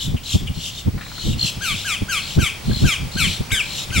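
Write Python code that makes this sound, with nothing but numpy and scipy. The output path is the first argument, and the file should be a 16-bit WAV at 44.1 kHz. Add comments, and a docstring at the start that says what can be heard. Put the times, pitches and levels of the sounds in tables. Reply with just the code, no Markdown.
"""A reedy shore. Water birds, probably terns, give buzzy trills, faint chips and falling squawks;
in a squawk the two sides of the syrinx sing different notes and modulate each other.
Shallow water slops in clouds of tiny bubbles. Calls and splashes carry a short echo and a brief,
shifting smear that makes left and right differ, mostly in the treble.
Gusts buffet a small stereo microphone. Behind: a quiet outdoor hiss and a thin electronic whine."""
import sys
import numpy as np
from scipy import signal
from scipy.fft import rfft, irfft
from scipy.io import wavfile
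from scipy.ndimage import uniform_filter1d

SR = 44100
rng = np.random.default_rng(int(sys.argv[2]) if len(sys.argv) > 2 else 0)


def materialize(psi):
    """Save the field psi as 16-bit PCM at rate SR to the path in sys.argv[1].

    A 1-D psi becomes a single channel; in a 2-D psi each row is a channel.
    """
    bounded = np.clip(np.atleast_2d(psi).T, -1, 1)
    quanta = np.round(bounded * 32767).astype(np.int16)
    wavfile.write(sys.argv[1], SR, quanta)


N = 176400

# Trills (start [s], length [s], source level [dB], warble rate [Hz], top [Hz], bottom [Hz], pips [dB],
# loudest pip [share of length], jitter [share of pitch], final sag [share of pitch])
TRILL_CALLS = [(-.081, 0.15, -27, 59, 4000, 2940, -11, .5, 0.03, 0.02),
               (0.231, 0.13, -23.5, 60, 4044, 2937, -15, 0.33, 0.06, 0.19),
               (0.537, .17, -28, 66, 3690, 2810, -10.5, 0.27, 0.04, 0.08),
               (.707, 0.11, -32.5, 66, 3823, 2850, -4, 0.36, 0.05, 0),
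               (0.944, 0.16, -43.5, 73, 4350, 3490, -6, 0.47, 0.06, 0.05),
               (1.08, .26, -31.5, 66, 3940, 2957, 0, 0.5, 0.07, 0.05),
               (1.379, .125, -21.5, 58, 3650, 2750, 5, .37, .015, .13),
               (1.591, 0.28, -30.5, 71, 4076, 2880, 1.5, 0.34, 0.08, 0.16),
               (2.128, .24, -31.5, 61, 4085, 2988, -0.5, .42, 0.13, .08),
               (2.63, .25, -31, 66, 4100, 2985, 4.5, 0.5, 0.09, 0.03),
               (3.107, .27, -27.5, 62.5, 4090, 2800, 1.5, 0.35, 0.08, 0),
               (3.617, 0.23, -27, 65, 4115, 2695, -5, 0.46, 0.04, 0.06)]
# Throat response in a trill (frequency [Hz], gain [dB])
TRILL_THROAT_EQ = [(1500, -19.5), (2400, -6.5), (3100, -2.5), (3700, 3), (4300, 0.5), (4850, -0.5),
                   (5500, -1), (6400, -5.5), (7700, -2.5), (9300, -11.5), (12000, -8.5), (13500, -18),
                   (15000, -30)]
# Direct sound at the microphone ports (frequency [Hz], left minus right [dB], left lead [rad])
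PORT_DIFFERENCES = [(1400, 6, 0.16), (2560, 5, -0.093), (3700, 0, -0.26), (4230, 5.5, -0.25),
                    (7000, 11.5, 1), (12600, 4, 1)]
# Diffuse smear and shore echo (frequency [Hz], smear [dB], echo [dB], echo T60 [s])
WET_RESPONSE = [(1310, -4.5, -10.5, 0.52), (2270, -18, -5, 0.36), (3350, -8, -4.5, 0.43),
                (4300, -2.5, -6.5, 0.32), (4950, -3, -5.5, 0.72), (7630, 4, -4, 0.34),
                (13800, -28, 1, 0.21)]
# Hiss spectrum (frequency [Hz], relative density [dB])
HISS_EQ = [(90, -3.5), (150, 1.5), (430, -3.5), (1160, -5), (1750, -8.5), (2400, -4), (3400, -10),
           (4600, -7.5), (7300, -14), (9100, -14), (12000, -19), (15500, -41.5)]
# Hiss course (time [s], level [dB])
HISS_LEVELS = [(.9, -42), (1.6, -38.5), (4, -36)]
# Gusts (centre [s], width [s], level [dB])
WIND_GUSTS = [(0.093, 0.06, -21), (0.149, 0.022, -15), (.355, 0.02, -10.5), (0.437, 0.067, -25),
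              (0.505, 0.025, -20), (0.579, 0.023, -24.5), (0.879, 0.025, -12.5), (0.956, 0.036, -22),
              (1.29, 0.057, -17), (1.35, 0.07, -23.5), (1.444, 0.025, -22), (1.579, 0.018, -23.5),
              (1.74, 0.057, -27), (2.025, 0.015, -16), (2.385, 0.027, -10.5), (2.429, 0.021, -17),
              (2.703, 0.053, -15), (2.769, 0.01, -19), (2.845, 0.049, -12), (3.034, 0.066, -23.5),
              (3.162, 0.015, -19), (3.255, 0.1, -21.5), (3.41, 0.016, -16.5), (3.531, 0.016, -16.5),
              (3.907, 0.021, -24), (3.99, 0.046, -16)]
# Wind buffet spectrum (frequency [Hz], gain [dB])
BUFFET_EQ = [(15, -7.5), (35, -3.5), (80, 1.5), (160, -3), (230, -12), (330, -21), (600, -36.5),
             (1500, -50), (5000, -90)]
# Added spectrum of hard gusts (frequency [Hz], gain [dB])
BURST_EQ = [(40, -4), (130, 0.5), (230, 3.5), (330, -7.5), (550, -17), (1000, -28), (3000, -61),
            (8000, -75)]
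# Distant chips (start [s], length [s], source level [dB], first pitch [Hz], last pitch [Hz])
CHIP_CALLS = [(0.165, 0.023, -36.5, 3130, 2700), (0.469, 0.0244, -32.5, 3120, 2735),
              (1.328, 0.019, -36, 3100, 2560), (2.711, 0.0094, -37, 1920, 1340),
              (3.902, 0.015, -34, 3010, 2020)]
# Hoarse noise of chips and squawks (frequency [Hz], gain [dB])
RASP_EQ = [(900, -19), (1900, -5), (2400, 11), (3300, -15), (4800, -13), (7500, -12), (9500, -4),
           (11500, -18), (15000, -56)]
# Splashes (start [s], length [s], source level [dB], centre bubble pitch [Hz])
SHALLOW_SPLASHES = [(.978, 0.036, -42.5, 1760), (1.009, 0.043, -39.5, 2150), (1.06, 0.023, -43.5, 1740),
                    (1.116, 0.011, -42, 1400), (1.18, .012, -40, 1530)]
# Squawks (start [s], length [s], source level [dB], low pitch [ratio], high pitch [ratio],
# high voice offset [dB])
SQUAWK_CALLS = [(1.607, 0.15, -26, 1.007, 1.03, -0.5), (1.843, 0.13, -27, 1.01, 1.015, 1.5),
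                (2.082, .13, -24.5, 1.0, 1.015, -0.5), (2.385, 0.12, -27.5, 0.99, 0.99, 3.5),
                (2.84, .128, -26.5, .99, .98, 3.5), (3.164, 0.12, -27.5, .98, 0.99, 6.5),
                (3.915, 0.15, -30.5, .97, 0.94, 9)]
# Squawk course (time [share of length], low voice [Hz], high voice [Hz], low voice [dB], high voice [dB])
SQUAWK_COURSE = [(0, 1367, 4880, -12, -31), (.1, 1616, 4750, -1, -17.5), (.2, 1604, 4450, -1, -11.5),
                 (.35, 1423, 3972, -3.5, -1), (.55, 1244, 3477, -9, -1.5), (.75, 1135, 3130, -12.5, 0),
                 (.88, 1107, 2832, -16.5, -9.5), (1, 1090, 2386, -65, -4.5)]
# Arched yelp course, columns as SQUAWK_COURSE
YELP_COURSE = [(0, 1314, 2160, -25, -9), (.07, 1445, 2708, -17, -6), (.13, 1592, 3742, -5.5, 0.5),
               (.2, 1604, 3920, -5, -0.5), (.42, 1535, 3390, -5.5, 0.5), (.66, 1530, 3080, -13, -6),
               (.77, 1420, 2850, -29, -2.5), (.87, 1390, 2470, -47, 2.5), (1, 1340, 2050, -37, -17)]
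# Overtones, sum and difference tones (low voice [multiple], high voice [multiple], gain [dB])
SYRINX_PARTIALS = [(2, 0, -3), (3, 0, -3), (4, 0, -3), (5, 0, -12.5), (-1, 1, -1), (1, 1, -7.5),
                   (-1, 2, -25), (0, 2, -12), (1, 2, -10.5), (0, 3, -19)]
# Throat response in squawks and yelp (frequency [Hz], gain [dB])
SQUAWK_THROAT_EQ = [(900, -7), (1300, 2), (1620, -1), (1850, -6), (2300, 6.5), (2700, 1.5), (3400, 0),
                    (4000, -7.5), (4700, -6.5), (5400, -2), (6300, -4), (7500, 2), (9500, -0.5),
                    (11500, 8.5), (15000, 4)]

TIME_S, BINS_HZ = np.arange(N) / SR, np.fft.rfftfreq(2 * N, 1 / SR)


def amp(db):
    """Decibels to gain."""
    return 10 ** (np.asarray(db) / 20)


def unit(x):
    """Scale to rms 1."""
    return x / np.sqrt(np.mean(x ** 2) + 1e-20)


def lookup(table, hz, column=1):
    """Interpolate a column over log frequency."""
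    columns = np.transpose(table)
    return np.interp(np.log(hz + 1), np.log(columns[0] + 1), columns[column])


def colour(x, eq):
    """Filter by a table of (frequency [Hz], gain [dB])."""
    return irfft(rfft(x, 2 * N) * amp(lookup(eq, BINS_HZ)))[..., :N]


def add(mix, start_s, sound):
    """Mix in at start_s, cropped to fit."""
    at = round(start_s * SR)
    sound = sound[max(-at, 0):]
    part = mix[max(at, 0):][:len(sound)]
    part += sound[:len(part)]


def noise_pair(correlation):
    """Stereo white noise, partly correlated."""
    a, b = rng.standard_normal((2, N))
    return np.array([a, correlation * a + np.sqrt(1 - correlation ** 2) * b])


def wobble(t, hz):
    """Smooth noise, rms 1, up to about hz."""
    return unit(np.interp(t * 2 * hz, np.arange(2048), rng.standard_normal(2048)))


def phase(t, hz, jitter, jitter_hz=348.1):
    """Phase [rad] of a voice with trembling pitch."""
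    return 2 * np.pi * np.cumsum(hz * (1 + jitter * wobble(t, jitter_hz))) / SR


def flutter(t):
    """Fast random tremble in a voice's gain."""
    return 1 + .26 * wobble(t, hz=221.8)


def edges(t, ramp_s=.0024):
    """Fade a call in and out."""
    return np.clip(np.minimum(t, t[-1] - t) / ramp_s, 0, 1)


def rasp(envelope, eq=RASP_EQ):
    """Hoarse throat noise following a call's envelope."""
    return envelope * unit(colour(rng.standard_normal(N), eq))


def trills(quickening=.12, skew_rad=.4, pip_hz=4240, pip_spread=.24, rasp_db=-1):
    """A hoarse warble swells and sags in pitch; the other side of the syrinx pips on each crest."""
    voice, hoarseness = np.zeros((2, N))
    for start_s, length_s, db, rate_hz, top_hz, bottom_hz, pip_db, pip_peak, jitter, sag in TRILL_CALLS:
        t = np.arange(0, length_s, 1 / SR)
        share = t / length_s
        warble_hz = rate_hz * (1 + quickening * share + .012 * wobble(t, rate_hz))
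        cycle = 2 * np.pi * np.cumsum(warble_hz) / SR
        swing = .5 + .5 * np.cos(cycle + skew_rad * (1 - np.cos(cycle)))
        crests = swing ** 8
        pitch_hz = (bottom_hz + (top_hz - bottom_hz) * swing) * (1 - sag * share ** 3)
        angle = phase(t, pitch_hz, jitter)
        swell = np.sqrt(2) * amp(np.interp(share, [0, .72, 1], [-16, 0, -6]))
        harshness = amp(-9 + 2 * (1 - share) ** 2)
        overtones = np.sin(2 * angle) + amp(-5) * np.sin(3 * angle) + amp(-3) * np.sin(1.5 * angle)
        warble = swell * (np.sin(angle) * (1 - .5 * crests) + harshness * overtones) * flutter(t)
        pip_gain = 2 * amp(pip_db) * np.exp(-abs(share - pip_peak) / pip_spread) * crests
        pips = pip_gain * np.sin(phase(t, pip_hz, jitter=.005))
        envelope = amp(db) * edges(t)
        add(voice, start_s, envelope * (warble + pips))
        add(hoarseness, start_s, envelope * swell * harshness)
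    return colour(voice, TRILL_THROAT_EQ) + amp(rasp_db) * rasp(hoarseness, TRILL_THROAT_EQ)


def diffuse_smear(x, patterns=7, crossfade_s=.13, t60_s=.061):
    """Brief, shifting smear, different left and right; random impulses crossfade in turn."""
    decay = np.exp(-np.log(1000) * TIME_S[:2048] / t60_s)
    smear = np.zeros((2, N))
    for k in range(patterns):
        impulse = rng.standard_normal((2, len(decay))) * decay
        impulse /= np.linalg.norm(impulse[0])
        crossfade = np.sin(np.pi / 2 * np.minimum((TIME_S / crossfade_s - k) % patterns, 2))
        smear += signal.oaconvolve((x * crossfade)[None], impulse, axes=1)[:, :N]
    return smear


def echo_impulse():
    """Short open-air echo: noise with a decay time per band."""
    hz, t, bands = signal.stft(noise_pair(correlation=.94), SR, nperseg=256)
    t60_s = lookup(WET_RESPONSE, hz, column=3)[:, None]
    impulse = signal.istft(bands * np.exp(-np.log(1000) * t / t60_s) / np.sqrt(t60_s), SR, nperseg=256)[1]
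    return impulse / np.linalg.norm(impulse[0])


def shore(x, shelf_hz=4900, shelf_db=-5, wet_left_over_right_db=2.6):
    """Direct sound and echo at the two microphone ports, plus a smear mostly in the treble."""
    spectrum = rfft(x, 2 * N)
    side = np.array([[.5], [-.5]])
    treble_db = shelf_db * (1 - 1 / (1 + (BINS_HZ / shelf_hz) ** 8))
    port_db = side * lookup(PORT_DIFFERENCES, BINS_HZ)
    lead_rad = side * lookup(PORT_DIFFERENCES, BINS_HZ, column=2)
    direct = spectrum * amp(port_db + treble_db) * np.exp(1j * lead_rad)
    echo = spectrum * rfft(echo_impulse(), 2 * N) * amp(lookup(WET_RESPONSE, BINS_HZ, column=2))
    smear = rfft(diffuse_smear(x), 2 * N) * amp(lookup(WET_RESPONSE, BINS_HZ))
    return irfft(direct + (smear + echo) * amp(side * wet_left_over_right_db))[:, :N]


def hiss():
    """Quiet outdoor hiss, slowly rising."""
    level_db = np.interp(TIME_S, *np.transpose(HISS_LEVELS))
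    return amp(level_db) * unit(colour(noise_pair(correlation=.31), HISS_EQ))


def eddies(eq, correlation, window_s=.0175):
    """Turbulence at the ports, held at even strength."""
    noise = colour(noise_pair(correlation), eq)
    power = uniform_filter1d((noise ** 2).mean(0), round(window_s * SR))
    return noise / np.sqrt(abs(power) + 1e-20)


def wind(breeze_db=-38, knee_db=-18, burst_exponent=1.66):
    """Gusts thump the microphone over a light breeze; hard ones reach higher in frequency."""
    gust_power = sum(amp(db) ** 2 * np.exp(-(2 * (TIME_S - centre_s) / width_s) ** 2)
                     for centre_s, width_s, db in WIND_GUSTS)
    force = np.sqrt(amp(breeze_db) ** 2 + gust_power)
    burst = amp(knee_db - 6) * (force / amp(knee_db)) ** burst_exponent
    return force * eddies(BUFFET_EQ, correlation=.75) + burst * eddies(BURST_EQ, correlation=-.61)


def whine(hz=15734.5, rms_db=-49.5):
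    """Thin, steady electronic tone."""
    return amp(rms_db) * np.sqrt(2) * np.sin(2 * np.pi * hz * TIME_S)


def chips(fade_db=-5, rasp_db=-9):
    """Birds farther off: very short, hoarse, falling notes."""
    voice, hoarseness = np.zeros((2, N))
    for start_s, length_s, db, first_hz, last_hz in CHIP_CALLS:
        t = np.arange(0, length_s, 1 / SR)
        angle = phase(t, np.linspace(first_hz, last_hz, len(t)), jitter=.06)
        envelope = amp(db) * unit(edges(t) * amp(fade_db * t / length_s))
        add(voice, start_s, np.sqrt(2) * envelope * np.sin(angle))
        add(hoarseness, start_s, envelope)
    return voice + amp(rasp_db) * rasp(hoarseness)


def splashes(bubble_count=40, decay_s=.00083, fade_db=-12):
    """Shallow water slops: each splash is a cloud of tiny, quickly damped bubbles."""
    water = np.zeros(N)
    for start_s, length_s, db, centre_hz in SHALLOW_SPLASHES:
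        t = np.arange(0, length_s + 6 * decay_s, 1 / SR)
        onset_share, octave = rng.random((2, bubble_count, 1))
        age_s = np.maximum(t - onset_share * length_s, 0)
        hz = centre_hz * 2 ** (octave - .5)
        bubbles = amp(fade_db * onset_share) * np.exp(-age_s / decay_s) * np.sin(2 * np.pi * hz * age_s)
        polarity = rng.choice([-1, 1], onset_share.shape)
        add(water, start_s, amp(db) * unit((bubbles * polarity).sum(0)))
    return water


def syrinx(course, length_s, db, low_ratio=1, high_ratio=1, high_offset_db=0,
           high_jitter=.0088, low_overtones_db=0, hoarse_db=0):
    """Two sides sing different notes and modulate each other; returns voice and rasp envelope."""
    t = np.arange(0, length_s, 1 / SR)
    share, *columns = np.transpose(course)
    low_hz, high_hz, low_db, high_db = [np.interp(t / length_s, share, c) for c in columns]
    low_rad = phase(t, low_hz * low_ratio, jitter=.0068)
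    high_rad = phase(t, high_hz * high_ratio, high_jitter)
    low_gain, high_gain = amp(low_db), amp(high_db + high_offset_db)
    voice = low_gain * np.sin(low_rad) + high_gain * np.sin(high_rad) * flutter(t)
    for m, n, partial_db in SYRINX_PARTIALS:
        gain = amp(partial_db) * (np.sqrt(low_gain) if m else 1)
        gain = gain * (high_gain if n else amp(low_overtones_db) * np.sqrt(high_gain))
        rough_rad = .23 * amp(hoarse_db) * (m + 3 * n) * wobble(t, hz=600)  # higher partials are rougher
        voice += gain * np.sin(m * low_rad + n * high_rad + rough_rad) * flutter(t)
    envelope = amp(db) * edges(t)
    hoarseness = envelope * amp(hoarse_db) * np.sqrt(high_gain * np.sqrt(low_gain))
    return np.sqrt(2) * envelope * voice, hoarseness


def squawks(yelp_start_s=3.504, rasp_db=-9):
    """Nearest bird: harsh falling squawks and one clearer yelp, shaped by its throat."""
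    calls = [(start_s, syrinx(SQUAWK_COURSE, *row)) for start_s, *row in SQUAWK_CALLS]
    yelp = syrinx(YELP_COURSE, length_s=.12, db=-26, high_offset_db=4.5,
                  high_jitter=.0076, low_overtones_db=-10.5, hoarse_db=-4)
    voice, hoarseness = np.zeros((2, N))
    for start_s, (sound, rasp_envelope) in calls + [(yelp_start_s, yelp)]:
        add(voice, start_s, sound)
        add(hoarseness, start_s, rasp_envelope)
    return colour(voice, SQUAWK_THROAT_EQ) + amp(rasp_db) * rasp(hoarseness)


def scene():
    """Birds and water across the shore, plus wind and hiss."""
    return shore(squawks() + trills() + chips() + splashes()) + wind() + hiss()


def record(dry):
    """Add the whine, then band-limit."""
    cutoff_hz = 16150
    lowpass = signal.firwin(511, cutoff_hz, window=("kaiser", 9), fs=SR)
    return signal.oaconvolve(dry + whine(), lowpass[None], "same")


dry = scene()
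out = record(dry)
materialize(out)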